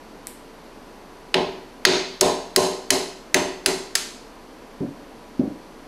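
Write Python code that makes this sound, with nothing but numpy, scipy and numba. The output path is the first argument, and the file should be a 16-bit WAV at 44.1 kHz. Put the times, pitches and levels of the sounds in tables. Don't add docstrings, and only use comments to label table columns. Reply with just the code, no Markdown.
import sys
import numpy as np
from scipy import signal
from scipy.fft import rfft, irfft
from scipy.io import wavfile
from numba import njit

SR = 44100
rng = np.random.default_rng(int(sys.argv[2]) if len(sys.argv) > 2 else 0)


def to_wav(sig):
    pcm = np.clip(np.atleast_2d(sig), -1, 1) * 32767
    pcm = np.round(pcm).astype(np.int16)
    wavfile.write(sys.argv[1], SR, pcm.T)


N = 259040
EVENT_SAMPLES = 32768
AGE_S = np.arange(EVENT_SAMPLES) / SR
FREE_GAP_S = 0.0025


def undb(db):
    return 10 ** (np.asarray(db) / 20)


def along(hz, points):
    f, value = np.transpose(points)
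    return np.interp(np.log(np.maximum(hz, 1)), np.log(f), value)


def colour(x, points, peaks=()):
    size = 2 * len(x)
    hz = np.fft.rfftfreq(size, 1 / SR)
    lift_db = sum(db / (1 + (2 * (hz - centre) / width) ** 2) for centre, width, db in peaks)
    cepstrum = irfft(np.log(undb(along(hz, points) + lift_db)), size)
    cepstrum[1:size // 2] *= 2
    cepstrum[size // 2 + 1:] = 0
    return irfft(rfft(x, size) * np.exp(rfft(cepstrum)))[:len(x)]


def fade(t60_s, rise_s=0.):
    return np.exp(-np.log(1000) * AGE_S / t60_s) * (1 - np.exp(-AGE_S / max(rise_s, 1 / SR)))


def delay(x, lag_s):
    size = 2 * len(x)
    hz = np.fft.rfftfreq(size, 1 / SR)
    return irfft(rfft(x, size) * np.exp(-2j * np.pi * hz * lag_s))[:len(x)]


def add(out, t_s, sound):
    start = int(t_s * SR)
    part = sound[..., :out.shape[-1] - start]
    out[..., start:start + part.shape[-1]] += part


def stereo(mid, side):
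    return np.array([mid + side, mid - side])


def ring(modes, rise_s, detune):
    draws = rng.standard_normal((len(modes), 2))
    return sum(undb(db) * fade(t60_s, rise_s) * np.sin(2 * np.pi * (hz * (1 + detune * z) * AGE_S + phase))
               for (hz, db, t60_s), (z, phase) in zip(modes, draws))


def burst(t60_s, rise_s=0.):
    return rng.standard_normal(EVENT_SAMPLES) * fade(t60_s, rise_s)


def background_hiss():
    # f/Hz, level/dB
    spectrum = [(20, -22), (30, -13), (42, -10.5), (90, -18.5), (160, -12), (250, -3.5), (380, -7),
                (600, -10), (1000, -12), (1250, -16.5), (3000, -25), (5900, -31), (7500, -35),
                (13000, -36.5), (13800, -85)]
    mid, side = (colour(rng.standard_normal(N), spectrum) for _ in range(2))
    return undb(-44) * stereo(mid, undb(-42.5) * side) / np.std(mid)


def hum_and_motor():
    # f/Hz, rms level/dB
    tones = [(26.9, -54.5), (446.8, -57.5), (985.1, -60.5), (4194, -70.5), (4495, -69.5), (4797, -72),
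             (5394, -75.5), (5992, -72)]
    t_s = np.arange(N) / SR
    drifts_rad = 0.0053 * np.cumsum(rng.standard_normal((len(tones), N)), axis=1)
    return sum(np.sqrt(2) * undb(db) * np.sin(2 * np.pi * hz * t_s + drift)
               for (hz, db), drift in zip(tones, drifts_rad))


def pickup_click(level_db):
    # f/Hz, level/dB
    spectrum = [(500, -34), (2000, -3), (6500, -10.5), (8000, 0), (10000, -1), (13500, -5), (15500, -28)]
    echo = undb(-30.5) * room_echo(rise_s=0.0008) * fade(t60_s=2.9)
    return undb(level_db) * colour(burst(t60_s=0.0015) + echo, spectrum)


def room_echo(rise_s):
    # f/Hz, t60/s
    decay = [(150, 0.46), (600, 0.55), (2000, 0.57), (4500, 0.62), (9000, 0.51), (14000, 0.39)]
    centres_hz, t60s = np.transpose(decay)
    hz = np.fft.rfftfreq(EVENT_SAMPLES, 1 / SR)
    noise = rfft(rng.standard_normal(EVENT_SAMPLES))
    bands = [along(hz, np.column_stack([centres_hz, share])) for share in np.eye(len(t60s))]
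    return sum(irfft(noise * band) * fade(t60_s, rise_s) for band, t60_s in zip(bands, t60s))


def punch_tap(level_db, corner_hz, treble_db, gap_s, press_db, ring_db):
    half_step = 2 ** 0.51
    contact = [(corner_hz / half_step, level_db), (corner_hz * half_step, level_db + treble_db)]
    crack, side = metal_crack(contact, gap_s)
    metal = rebound(crack, gap_s) + undb(ring_db) * metal_ring()
    return stereo(metal + table_boom(level_db, gap_s, press_db), side)


def metal_crack(contact, gap_s):
    # f/Hz, level/dB
    spectrum = [(80, -29), (600, -8), (1100, -5.5), (1700, 5), (2600, -0.5), (3400, -1.5), (5000, 1.5),
                (6600, 1.5), (8400, -2), (10000, -1), (11800, -9.5), (14500, -18.5), (16000, 3)]
    # f/Hz, level/dB
    spread = [(600, -46), (1800, -30.5), (4000, -21), (9000, -18)]
    # f/Hz, level/dB
    tail = [(100, -37), (1200, -2), (1500, 1), (2100, 1), (3100, -2.5), (4300, 0), (5600, -1), (7300, -0.5),
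            (8600, -3), (10300, -6.5), (12000, -9.5), (13500, -17), (15000, -42)]
    mid, side = (undb(5) * colour(burst(t60_s=0.019, rise_s=0.0012), spectrum) for _ in range(2))
    side = colour(colour(side, contact), spread)
    walls = undb(-16) * colour(room_echo(rise_s=0.0072), tail)
    return colour(mid + walls, contact, struck_resonances(gap_s)), side


def tightness(gap_s):
    return 1 / np.sqrt(1 + (gap_s / FREE_GAP_S) ** 6.7)


def struck_resonances(gap_s):
    # f/Hz, width/Hz, lift/dB
    peaks = [(1450, 210, 0.5), (1960, 120, 2), (2120, 61, 1.5), (2550, 120, 6), (3030, 450, 5.5),
             (3596, 300, 4), (4035, 82, 8.5), (4246, 148, 5.5), (4580, 164, 7.5), (4360, 140, 1),
             (5060, 160, 5), (5310, 210, 4), (6450, 310, 7.5), (7500, 400, 3), (8650, 62, -6),
             (9400, 830, 3), (10300, 320, 4), (11500, 360, -1.5)]
    scatter_db = 1.8 * rng.standard_normal(len(peaks))
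    depth = 1 - 0.54 * (1 - tightness(gap_s))
    return [(hz, width, depth * (db + extra)) for (hz, width, db), extra in zip(peaks, scatter_db)]


def rebound(crack, gap_s):
    rebound_db = -10 + 3.5 * np.log2(gap_s / FREE_GAP_S)
    return crack + undb(rebound_db) * delay(crack, gap_s)


def metal_ring():
    # f/Hz, level/dB, t60/s
    punch = [(6215, -2, .42), (6250, 2, .5), (6272, -3, .42)]
    # f/Hz, level/dB, t60/s
    fittings = [(1990, -11.5, 0.59), (1960, -33, 0.42), (2100, -9, 0.6), (2449, -14.5, 0.94),
                (2560, -15, 0.24), (3770, -9, 0.38), (4400, -45, 0.27), (4600, -20, 0.63), (4820, -29, 1),
                (7160, -39, .4), (8900, 0, 0.15)]
    return ring(punch + fittings, rise_s=0.0013, detune=0.00025)


def table_boom(level_db, gap_s, press_db):
    # f/Hz, level/dB, t60/s
    modes = [(171, -14, .55), (187, -15, .55), (256, -10, .45), (272, -8, .5), (364, -6, .5),
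             (379, 1.5, .58), (402, -7, .55), (442, -9, .5), (479, -9, .5), (604, 0, .5), (679, -4, .55),
             (739, -9, .5), (838, -10, .53), (960, -11, .58), (1010, -15, .55), (1061, -12, .55),
             (1258, -19, .55)]
    # f/Hz, level/dB
    tail = [(40, -12), (75, -9.5), (180, -6), (270, 0), (320, 1.5), (390, 10.5), (480, 4), (545, -1.5),
            (640, -0.5), (760, 2), (1030, 1.5), (1200, -18.5), (2000, -16), (4000, -58)]
    # f/Hz, level/dB, share of press_db
    coupling = [(285, -15.5, 0.65), (352, -16, 0.28), (474, -18.5, 0.99)]
    scatter_db = 1.5 * rng.standard_normal(len(modes))
    excited = [(hz, db + extra, t60_s) for (hz, db, t60_s), extra in zip(modes, scatter_db)]
    top = undb(-0.7) * ring(excited, rise_s=0.0064, detune=0.003)
    boom = undb(12) * colour(room_echo(rise_s=0.013), tail)
    drive = [(hz, level_db + db + share * press_db) for hz, db, share in coupling]
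    return colour(delay(top + boom, lag_s=0.00303), drive) * tightness(gap_s)


def cloth_thud(level_db, pitch_hz, top_db, room_db):
    # f/Hz, level/dB, t60/s
    modes = [(386.5, -5.5, 0.19), (544, -21, 0.12), (652, -28, 0.2)]
    # f/Hz, level/dB
    tail = [(50, -42), (110, -6), (200, -1), (290, 5.5), (400, -12), (560, -7.5), (800, -20), (1500, -47),
            (5000, -62), (12000, -73)]
    # lag/s, level/dB
    echoes = [(0.019, -6), (0.0416, -3), (.082, -2.5)]
    push = fade(t60_s=0.031, rise_s=0.0064) * np.sin(2 * np.pi * pitch_hz * AGE_S)
    top = undb(top_db) * ring(modes, rise_s=0.0014, detune=0.0024)
    tick = undb(-39) * colour(burst(t60_s=0.03), [(1000, -4), (4500, 7), (8000, -20), (14000, -35)])
    boom = undb(room_db) * colour(room_echo(rise_s=0.0061), tail)
    sound = undb(8.5) * push + top + tick + boom
    for lag_s, echo_db in echoes:
        add(sound, lag_s, undb(echo_db) * push)
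    return undb(level_db) * sound


def scene():
    # t/s, level/dB, contact corner/Hz, treble step/dB, rebound gap/s,
    # handle pressure/dB, ring/dB
    taps = [(1.3416, -2.5, 5200, -18, 0.000385, 0.5, -68), (1.8511, 7, 6760, -14, 0.00047, -7.5, -48),
            (2.2097, -2.5, 8760, -0.5, .00075, 6.5, -51), (2.5612, -1.5, 9600, 3, 0.0007, 4.5, -48),
            (2.9042, -2.5, 9900, 0.5, 0.001, -2.5, -37), (3.3430, 1, 2980, -7.5, .00111, -4, -31.5),
            (3.6599, -2.5, 2700, -2, .00146, -6.5, -44), (3.9524, -6.5, 2920, 1, .0044, -3, -50)]
    # t/s, level/dB, f/Hz, table top/dB, room/dB
    thuds = [(4.8067, -13.5, 173, -4.5, 5.5), (5.3940, -3, 252, -13.5, 0)]
    # t/s, level/dB
    clicks = [(0.2707, -4.5)]
    out = background_hiss() + hum_and_motor()
    for source, events in (punch_tap, taps), (cloth_thud, thuds), (pickup_click, clicks):
        for t_s, *settings in events:
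            add(out, t_s, source(*settings))
    return out


@njit
def follow(x, attack_s, release_s):
    envelope, level = np.empty(len(x)), 0.
    for i in range(len(x)):
        level += (x[i] - level) / (SR * (attack_s if x[i] > level else release_s))
        envelope[i] = level
    return envelope


def record(dry):
    threshold_db, ceiling, cutoff_hz = -9.5, 0.93, 15400
    envelope = follow(np.abs(dry.mean(axis=0)), attack_s=0.0022, release_s=0.08)
    limited = dry * np.minimum(1, undb(threshold_db) / np.maximum(envelope, 1e-9))
    clipped = limited / (1 + (limited / ceiling) ** 6) ** (1 / 6)
    return signal.sosfilt(signal.ellip(8, 0.2, 70, cutoff_hz, fs=SR, output="sos"), clipped)


dry = scene()
out = record(dry)
to_wav(out)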